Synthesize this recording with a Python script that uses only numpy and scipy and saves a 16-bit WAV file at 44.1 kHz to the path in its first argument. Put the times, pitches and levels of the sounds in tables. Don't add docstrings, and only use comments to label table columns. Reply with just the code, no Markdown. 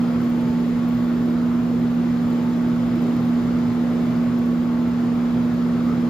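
import sys
import numpy as np
from scipy import signal
from scipy.fft import rfft, irfft
from scipy.io import wavfile
from scipy.ndimage import uniform_filter1d

SR = 44100
rng = np.random.default_rng(int(sys.argv[2]) if len(sys.argv) > 2 else 0)


def wav_out(sig):
    wavfile.write(sys.argv[1], SR, np.round(np.clip(np.atleast_2d(sig).T, -1, 1) * 32767).astype(np.int16))


N = 268789


def gain_of(db):
    return 10 ** (np.asarray(db) / 20)


def evened(x):
    return x / np.sqrt(np.mean(x ** 2) + 1e-20)


def drift(t, slow_hz, fast_hz):
    rates_hz = np.geomspace(slow_hz, fast_hz, num=20)
    return evened(sum(np.sin(2 * np.pi * (f * t + rng.random())) / np.sqrt(f) for f in rates_hz))


def tone(hz, db, right_db, lead, waver_db, wander):
    t = np.arange(N) / SR
    coarse = np.arange(0, N / SR + .02, .01)
    level = gain_of(db + waver_db * np.interp(t, coarse, drift(coarse, 0.503, 6)))
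    phase_drift = wander * np.interp(t, coarse, drift(coarse, .1, 1.5))
    phase = 2 * np.pi * (hz * t + rng.random()) + phase_drift
    left = gain_of(-right_db / 2) * np.sin(phase + lead)
    right = gain_of(right_db / 2) * np.sin(phase)
    return np.sqrt(2) * level * np.array([left, right])


def motor():
    mains_hz = 60.0
    # (multiple [1], level [dB rms], right minus left [dB], left leads by [rad])
    hum = [(4, -20.5, 2.5, 0.2), (8, -54.5, 5, 0.0095)]
    return sum(tone(k * mains_hz, *rest, waver_db=0.13, wander=.1) for k, *rest in hum)


def fans():
    blade_hz, wheel_hz = 170.4, 203.1
    # (multiple [1], level [dB rms], right minus left [dB], left leads by [rad])
    blades = [(1, -29.8, .6, -.29), (2, -51, 1, 0), (3, -53, 0, 1.1)]
    # (multiple [1], level [dB rms], right minus left [dB], left leads by [rad])
    wheel = [(1, -50.5, 0.11, 0.0083), (3, -52.5, -1.3, 0.32)]
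    partials = [(blade_hz, row) for row in blades] + [(wheel_hz, row) for row in wheel]
    return sum(tone(k * hz, *rest, waver_db=0.2, wander=0.11 * k) for hz, (k, *rest) in partials)


def whines():
    pitches = [327, 456.2, 644, 883.5, 1117, 1135.9, 2327.6]
    # (level [dB rms], right minus left [dB], left leads by [rad])
    levels = [(-48, 3.5, 0.0056), (-57, 1.5, 0.019), (-52.5, 0, 1), (-54, 0.5, .1), (-54.5, -3, 0.53),
              (-60.5, 2, 0.079), (-70, 2.5, 0.088)]
    return sum(tone(hz, *row, waver_db=4, wander=1.6) for hz, row in zip(pitches, levels))


def bump(hz, centre_hz, width_hz):
    return 1 / (1 + (2 * (hz - centre_hz) / width_hz) ** 4)


def read(points, hz, column=1):
    table = np.transpose(points)
    return np.interp(np.log(hz + 1), np.log(table[0] + 1), table[column])


def turbulence(size):
    # (time [s], level [dB])
    middle = [(0, 2.5), (.15, 0.5), (.5, -2.5), (1.4, 1.5), (2.3, 0), (4.4, 0.5), (5.0, 2), (5.5, 0.5),
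              (5.85, 1.5), (6.09, 0.5)]
    # (time [s], level [dB])
    boom = [(0, -1.5), (.3, 3), (1.3, -3.5), (1.7, 2), (2.6, -0.5), (3, 3.5), (3.4, -4), (3.7, 2),
            (3.9, -1.5), (4.15, 0.5), (4.7, -1), (5.5, -1.5), (5.8, 3.5), (6.09, -1)]
    # (time [s], level [dB])
    treble = [(0, 0.5), (.8, -1), (1, 1.5), (1.6, 1), (2.15, -2), (2.32, 1), (2.5, -1.5), (3.15, 0.5),
              (3.45, -1), (5, -0.5), (6.09, -0.5)]
    hop = size // 4
    frames, hz = N // hop + 5, np.fft.rfftfreq(size, 1 / SR)
    t = np.arange(frames) * hop / SR
    a, b, c, d, patches = rng.standard_normal((frames, len(hz), 5)).T

    patches = uniform_filter1d(patches, size=12, axis=0)
    patches = evened(uniform_filter1d(patches, size=10, axis=1))
    field_db = .8 * patches + 0.5 * drift(t, 0.21, 2.1)

    middle_band = bump(hz, centre_hz=1200, width_hz=690)[:, None]
    boom_band = bump(hz, centre_hz=140, width_hz=22)[:, None]
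    treble_band = bump(hz, centre_hz=15000, width_hz=3300)[:, None]
    body_band = bump(hz, centre_hz=470, width_hz=330)[:, None]
    puffs_db, surge_db = 1, 1.06
    field_db += middle_band * np.interp(t, *np.transpose(middle))
    field_db += boom_band * np.interp(t, *np.transpose(boom))
    field_db += puffs_db * treble_band * drift(t, 4.6, 30)
    field_db += treble_band * np.interp(t, *np.transpose(treble))
    field_db += surge_db * body_band * drift(t, 1.496, 12)

    spectra = np.array([a + 1j * b, c + 1j * d])
    frame = dict(nperseg=size, noverlap=size - hop)
    white_rms = signal.istft(spectra[0], **frame)[1].std()
    return signal.istft(spectra * gain_of(field_db), **frame)[1][:, :N] / white_rms


def air():
    # (frequency [Hz], level [dB per Hz])
    rush = [(18, -88), (30, -76.5), (41, -64.5), (60, -60.5), (95, -60), (150, -55.5), (195, -56),
            (250, -52.5), (340, -57), (400, -61), (700, -67.5), (920, -70.5), (1300, -70.5), (1600, -76.5)]
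    # (frequency [Hz], level [dB per Hz])
    hiss = [(1600, -76.5), (2100, -78), (2450, -83), (3300, -85), (5300, -89.5), (5550, -95), (7500, -93.5),
            (7800, -105), (8600, -114), (9900, -107), (10400, -102.5), (11500, -102), (13500, -99),
            (14600, -102.5), (15700, -106)]
    # (frequency [Hz], level [dB per Hz])
    differing = [(25, -92), (60, -79.5), (120, -72.5), (190, -69.5), (290, -68.5), (420, -72.5), (700, -73),
                 (1300, -76), (2300, -86.5), (3300, -86.5), (5300, -95), (5600, -95), (8000, -96),
                 (11700, -102), (12700, -125)]
    # (frequency [Hz], width [Hz], lift of shared air [dB], lift of differing air [dB])
    cavities = [(116.6, 14, 3.5, 3), (127, 11.5, 8, 7), (138.5, 9, -4, -3.5), (193, 12, -3, 0),
                (215, 9.7, -5.5, 3), (262, 12, 0.5, 3), (275, 10, -2.5, 1.5), (335, 43, 2, 4),
                (403.5, 8.1, 3, -1), (470, 56, 2.5, 1), (625, 32, -2.5, 0), (970, 91, -2.5, 0),
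                (1014, 50, 2.5, -0.5), (1070, 50, -0.5, -1.5), (1130, 41, -0.5, 0.5), (7550, 400, -4, 5.5),
                (9100, 640, -10, 6.5)]
    # (frequency [Hz], part in step [-1..1], part a quarter turn apart [-1..1])
    ties = [(40, 0.1, -.4), (104, 0, -0.5), (200, -0.2, -.4), (280, -.7, -0.3), (410, -.7, 0.2),
            (550, 0.3, -0.1), (1600, .05, 0.2), (2490, .1, 0), (3260, 0.3, .4), (4800, .3, .38),
            (6240, 0, -0.4), (7800, -0, -0.3), (8500, -0.2, 0.2), (11300, 0.2, .45)]
    hz = np.fft.rfftfreq(N, 1 / SR)
    shared, other = rfft(turbulence(size=2048), axis=1) * np.sqrt(SR / 2)
    shared_db, wide_db = read([*rush, *hiss[1:]], hz), read(differing, hz)
    for centre_hz, width_hz, lift_db, wide_lift_db in cavities:
        hill = bump(hz, centre_hz, width_hz)
        shared_db = shared_db + lift_db * hill
        wide_db = wide_db + wide_lift_db * hill
    tie = read(ties, hz) + 1j * read(ties, hz, column=2)
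    untied = np.sqrt(np.clip(1 - abs(tie) ** 2, 0, 1))
    wide = tie * shared + untied * other
    mid = irfft(shared * gain_of(shared_db), N)
    side = irfft(wide * gain_of(wide_db), N)
    return np.array([mid + side, mid - side])


def bright(x, hz):
    half_hz = 3200 / 2
    band = signal.butter(2, [hz - half_hz, hz + half_hz], "band", fs=SR, output="sos")
    kept = signal.sosfilt(band, x)
    return kept / abs(kept).max()


def ticks():
    # (start [s], peak level [dB], centre [Hz])
    clear_ticks = [(0.1371, -48, 12600), (0.2164, -47, 12800), (0.2438, -43, 12900), (0.2977, -39, 13500),
                   (0.4105, -49, 11700), (0.4863, -50, 12700), (0.4904, -48, 12700), (0.5387, -48, 13600),
                   (0.6, -50, 13200), (0.6888, -48, 13600), (0.8854, -42, 13500), (0.9218, -46, 14200),
                   (0.9487, -48, 13300), (1.0425, -46, 12700), (1.2306, -48, 13800), (1.2575, -46, 13100),
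                   (1.2999, -50, 12400), (1.704, -48, 13300), (1.7968, -49, 12400), (1.946, -48, 14000),
                   (2.3027, -45, 13000), (2.3306, -47, 12900), (2.9587, -45, 13400), (3.021, -43, 13300),
                   (3.0644, -48, 13800), (3.1652, -45, 13300), (3.2031, -47, 13400), (3.2525, -45, 13500),
                   (4.0108, -53, 13100), (4.3884, -40, 13700), (4.4598, -48, 12600), (4.4867, -48, 13900),
                   (4.8783, -50, 13700), (5.5403, -48, 13000)]
    rise_s, fade_s = .0004, .0025
    t, out = np.arange(600) / SR, np.zeros(N + 600)
    envelope = (1 - np.exp(-t / rise_s)) * np.exp(-t / fade_s)
    grit = rng.standard_normal((len(clear_ticks), len(t)))
    for (start_s, peak_db, hz), noise in zip(clear_ticks, grit):
        burst = bright(noise * envelope, hz)
        out[round(start_s * SR):][:len(t)] += gain_of(peak_db) * burst

    floor_db, base_per_s = -60.5, 53
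    coarse = np.arange(0, N / SR + .02, .01)
    clumps = np.exp(0.75 * np.interp(np.arange(N) / SR, coarse, drift(coarse, .5, 8)))
    small_db = floor_db + 2.7 * np.minimum(rng.exponential(1, N), 4)
    struck = rng.random(N) < clumps * base_per_s / SR
    grain = bright(rng.standard_normal(len(t)) * np.exp(-t / .0008), 13400)
    return out[:N] + signal.oaconvolve(gain_of(small_db) * struck, grain)[:N]


def blip():
    # (start [s], envelope peak [dB], frequency [Hz], rise [s], fade [s])
    rings = [(3.665, -26.5, 121.3, 0.017, 0.031), (5.908, -33, 1287, .006, 0.01)]
    out = np.zeros(N)
    for start_s, peak_db, hz, rise_s, fade_s in rings:
        t = np.clip(np.arange(N) / SR - start_s, 0, None)
        shape = (1 - np.exp(-t / rise_s)) ** 2 * np.exp(-t / fade_s)
        ring = np.sin(2 * np.pi * (hz * t + rng.random()))
        out += gain_of(peak_db) * shape / shape.max() * ring
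    return out


def scene():
    return motor() + fans() + whines() + air() + ticks() + blip()


def record(dry):
    edge_hz = 15720
    lowpass = signal.firwin(1023, edge_hz, window=("kaiser", 9), fs=SR)
    return signal.oaconvolve(dry, lowpass[None], "same")


dry = scene()
out = record(dry)
wav_out(out)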